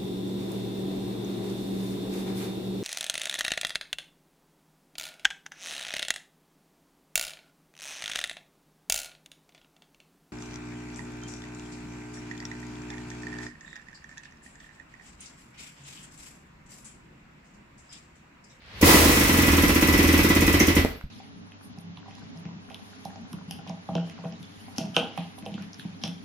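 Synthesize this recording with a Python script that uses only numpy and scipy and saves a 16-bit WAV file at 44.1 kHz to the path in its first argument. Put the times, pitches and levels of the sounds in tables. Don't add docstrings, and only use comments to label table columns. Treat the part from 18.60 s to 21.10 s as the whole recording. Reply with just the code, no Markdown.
import sys
import numpy as np
from scipy import signal
from scipy.fft import rfft, irfft, next_fast_len
from scipy.io import wavfile

SR = 44100
rng = np.random.default_rng(int(sys.argv[2]) if len(sys.argv) > 2 else 0)


def output_pcm(signal):
    pcm = np.clip(np.atleast_2d(signal).T, -1, 1) * 32767
    wavfile.write(sys.argv[1], SR, np.round(pcm).astype(np.int16))


def to_linear_factor(level_db):
    exponent = np.asarray(level_db, float) / 20
    return 10 ** exponent


N = 110250


def unit(x):
    return x / np.sqrt(np.mean(x ** 2) + 1e-20)


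def along(points, hz):
    f, value = np.transpose(points)
    return np.interp(np.log(hz + 1), np.log(f + 1), value)


def filtered(x, response):
    m = next_fast_len(N + 8192)
    return irfft(rfft(x, m) * response(np.fft.rfftfreq(m, 1 / SR)), m)[..., :N]


# frequency in Hz, likeness from 0 to 1.
LIKENESS = [(60, .96), (290, .93), (640, .55), (1400, 0), (15000, 0)]


def noise(spectrum):
    def mid_side(hz):
        turn = np.arccos(np.clip(along(LIKENESS, hz), -1, 1)) / 2
        return to_linear_factor(along(spectrum, hz)) * np.array([np.cos(turn), np.sin(turn)])

    mid, side = filtered(rng.standard_normal((2, N)), mid_side)
    return unit(np.array([mid + side, mid - side]))


def swell(t, rise_s, t60):
    return (1 - np.exp(-t / rise_s)) * to_linear_factor(-60 * t / t60)


def repeat(shape, times, db):
    train = np.bincount(np.round(times * SR).astype(int), to_linear_factor(db), N)
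    return signal.fftconvolve(train, shape)[:N]


def wander(t, width_hz):
    return np.cumsum(rng.standard_normal(len(t))) * np.sqrt(2 * np.pi * width_hz / SR)


# frequency in Hz, density in dB per Hz.
HUSH = [(25, -19), (70, 3), (300, -16), (900, -18), (2000, -14), (4500, -19.5), (7500, -38.5),
        (15000, -50.5)]


def workshop_air():
    return to_linear_factor(-41) * noise(HUSH)


# frequency in Hz, t60 in seconds.
WALLS = [(100, 0.2), (500, 0.59), (3000, 0.34), (12000, 0.34)]
# frequency in Hz, room over direct in dB.
WET = [(100, -16), (500, -10), (1500, -5), (6000, -3.5), (12000, -4)]


def room(x):
    hz, _, grains = signal.stft(rng.standard_normal((2, SR // 2)), SR, nperseg=256)
    seconds = np.arange(grains.shape[-1]) * 128 / SR
    decay = to_linear_factor(-60 * seconds / along(WALLS, hz)[:, None])
    tail = signal.istft(grains * decay, SR, nperseg=256)[1]
    late = np.pad(x, ((0, 0), (400, 0)))
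    wet = signal.fftconvolve(late, tail / np.linalg.norm(tail[0]), axes=1)[:, :N]
    return filtered(wet, lambda f: to_linear_factor(along(WET, f)))


# start in seconds, peak level in dB, pitch in Hz.
KNOCKS = [
    (.021, -38, 2500),
    (.063, -47, 3500),
    (.21, -30, 291),
    (2.225, -33, 1500),
    (2.249, -20, 300),
    (2.412, -31, 1500),
    (2.438, -22, 88),
]
KNOCK_CYCLES = 4.8


def knocks(t):
    total = 0
    for start, db, hz in KNOCKS:
        breath = filtered(rng.standard_normal(len(t)), lambda f: 1 / (1 + (f / hz / 2) ** 4))
        breath = unit(breath)[:len(t)]
        tap = np.exp(-t * hz / KNOCK_CYCLES * 2) * (np.sin(2 * np.pi * hz * t) + 0.69 * breath)
        total = total + repeat(tap, np.array([start]), [db])
    return total


# frequency in Hz, density in dB per Hz.
AIR = [(1470, -22), (2500, 1), (4480, -22.5), (5460, -2), (7790, -8), (15100, -4), (16100, -35),
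       (16500, -46)]


def leak():
    peak_s, peak_db, slope_db_per_s = 0.21, -52, 300
    from_peak = np.abs(peak_s - np.arange(N) / SR)
    return to_linear_factor(peak_db - slope_db_per_s * from_peak) * noise(AIR)


def vent_power(times, t):
    lead_s, rise_s, t60 = 0.014, 0.0034, 0.14
    return repeat(swell(t, rise_s, t60) ** 2, times - lead_s, np.zeros(len(times)))


def vents(power):
    return to_linear_factor(-23.5) * np.sqrt(np.abs(power)) * noise(AIR)


# frequency in Hz, density in dB per Hz.
RUSH = [(260, -33), (450, -0.5), (718, -11.5), (1020, -5.5), (1460, -15.5), (2790, -14.5), (15100, -19),
        (15800, -18), (16500, -59)]


def first_rush(times, power, t):
    start_s, rise_s, fall_s = 0.24, 0.025, 0.17
    since = np.maximum(np.arange(N) / SR - start_s, 0)
    surge = (1 - np.exp(-since / rise_s)) / (1 + since / fall_s)
    chopped = surge * np.sqrt(np.clip(power, 0, None) / (np.abs(power) + 0.13))
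    opening = repeat(swell(t, 0.0034, 1.0), times[:1] - 0.016, [-27])
    return (to_linear_factor(-17.5) * chopped + opening) * noise(RUSH)


# frequency in Hz, level in dB, t60 in seconds.
VALVE = [
    (2103, -15, 0.077),
    (5160, -32, 0.27),
    (5900, -19, 0.084),
    (6000, -30, 0.2),
    (6400, -25.5, .15),
    (11200, -44, .06),
]


def valve_clap(t):
    shut_s, rise_s, blur_hz = 2, 0.00055, 70
    sides = []
    for turns in rng.uniform(0, 2 * np.pi, (2, len(VALVE))):
        clap = 0
        for (hz, db, t60), turn in zip(VALVE, turns):
            phase = 2 * np.pi * hz * t + turn + wander(t, blur_hz)
            clap = clap + to_linear_factor(db) * swell(t, rise_s, t60) * np.sin(phase)
        sides.append(repeat(clap, np.array([shut_s]), [0]))
    return np.array(sides)


def rattle_power(times, db, t):
    rise_s, t60 = 0.0024, 0.32
    return repeat(swell(t, rise_s, t60) ** 2, times, db)


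# frequency in Hz, density in dB per Hz.
CLATTER = [(350, -29), (600, -8.5), (1150, -4.5), (1640, -5.5), (1930, -2), (2110, -2.5), (5240, -14.5),
           (8000, -29), (10400, -30), (17600, -120)]


def rattle(power):
    return to_linear_factor(-23.5) * np.sqrt(np.abs(power)) * noise(CLATTER)


# frequency in Hz, level in dB, t60 in seconds.
STEEL = [(1005, -35, .2), (1130, -35, .25), (1350, -36, .15), (1890, -34, .15), (1976, -27.5, .24),
         (2050, -38, .2), (2250, -37, .2), (2500, -35, .2), (2680, -38, .2), (3050, -38, .2),
         (5070, -43, .3), (5420, -41, .15), (5965, -42, .25), (12200, -47, 1.2)]


def steel_rings(times, db, t):
    rise_s, scatter_db, blur_hz = 0.0004, 2.5, 5
    scatter = scatter_db * rng.standard_normal((len(times), len(STEEL)))
    sides = []
    for turns in rng.uniform(0, 2 * np.pi, (2, len(STEEL))):
        total = 0
        for k, (hz, level, t60) in enumerate(STEEL):
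            phase = 2 * np.pi * hz * t + turns[k] + wander(t, blur_hz)
            ring = swell(t, rise_s, t60) * np.sin(phase)
            total = total + repeat(ring, times, level + 0.5 * db + scatter[:, k])
        sides.append(total)
    return np.array(sides)


FRAME_RISE_S = 0.01
# frequency in Hz, density in dB per Hz.
RUMBLE = [(21, -46.5), (35, 2), (75, -3.5), (129, -13.5), (254, 0), (287, -7.5), (408, -5.5), (475, -10.5),
          (700, -37.5), (910, -60), (1540, -120)]


def rumble(times, db, t):
    power = repeat(swell(t, FRAME_RISE_S, 0.67) ** 2, times, 2 * db)
    return to_linear_factor(-25.5) * np.sqrt(np.abs(power)) * noise(RUMBLE)


# frequency in Hz, level in dB, t60 in seconds, polarity.
FRAME = [(55, -29, .3, 1), (82, -18.3, .36, 1), (130, -31, .5, -1), (174, -13.4, .1, -1),
         (239, -4.8, .051, 1), (276, -14, .142, 1), (297, -2.3, .05, -1), (339, -15.2, .117, 1),
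         (376, -24, .19, -1), (477, -11.8, .05, 1), (523, -15.6, .05, 1), (560, -33, .3, 1)]


def thumps(times, db, t):
    thump = 0
    for hz, level, t60, polarity in FRAME:
        thump = thump + polarity * to_linear_factor(level) * swell(t, FRAME_RISE_S, t60) * np.sin(2 * np.pi * hz * t)
    return repeat(thump, times, db - 0.03)


# start in seconds, strength in dB.
BLOWS = [(0.2276, 3.5), (0.2715, -4), (.2902, -1), (.308, -13), (0.3271, -28), (0.3424, 0), (0.3801, -5.5),
         (0.4171, -5.5), (0.4552, -2.5), (0.4941, -4.5), (0.5317, -9), (.57, -5.5), (0.6088, -6),
         (0.6484, -8), (0.6928, -4), (0.7393, -5), (0.7864, -2.2), (0.8329, -5.3), (0.8802, -1.9),
         (0.9307, -2.8),
         (0.9807, -2), (1.0352, -1.5), (1.0937, -2.8), (1.1587, -2.2), (1.2246, -0.8), (1.2859, -2.5),
          (1.339, -1.6), (1.39, -0.5), (1.44, -2.5), (1.4887, -2), (1.5381, -1.5), (1.59, -1.2),
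          (1.6462, -1.5), (1.7019, -0.9), (1.762, -1.3), (1.8208, -2), (1.8784, -1), (1.9403, -1),
          (2.0074, 0), (2.0812, -1), (2.1662, 0.2)]


def scene():
    frame_lead_s, steel_lag_s = 0.0031, 0.0015
    pan_db, mic_lag_s = -0.5, 0.00011
    times, db = np.transpose(np.array(BLOWS))
    times = times - frame_lead_s
    steel_times = times + steel_lag_s
    t = np.arange(SR // 2) / SR

    vent = vent_power(steel_times, t)
    shaken = rattle_power(steel_times, db, t)
    near = knocks(t) + leak() + valve_clap(t)
    near = near + vents(vent) + first_rush(steel_times, vent + shaken, t) + rattle(shaken)
    near = near + steel_rings(steel_times, db, t) + rumble(times, db, t) + thumps(times, db, t)

    lag = mic_lag_s * np.array([[1], [-1]])
    near = near * to_linear_factor([[pan_db], [-pan_db]])
    near = filtered(near, lambda f: np.exp(-1j * np.pi * f * lag))
    return near + room(near) + workshop_air()


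def low_pass(x):
    return signal.sosfilt(signal.butter(12, 16940, fs=SR, output="sos"), x)


# time in seconds, level in dB.
FADE = [(0, -14), (.1, -5.5), (.2, 2), (2.2, 1), (2.349, -3.5), (2.5, -20)]


def record(dry):
    top_hz, edge_hz = 16100, 200
    faded = dry * to_linear_factor(np.interp(np.arange(N) / SR, *np.transpose(FADE)))
    mix = filtered(faded, lambda hz: np.clip((top_hz - hz) / edge_hz, 0, 1))
    return low_pass(mix)


dry = scene()
out = record(dry)
output_pcm(out)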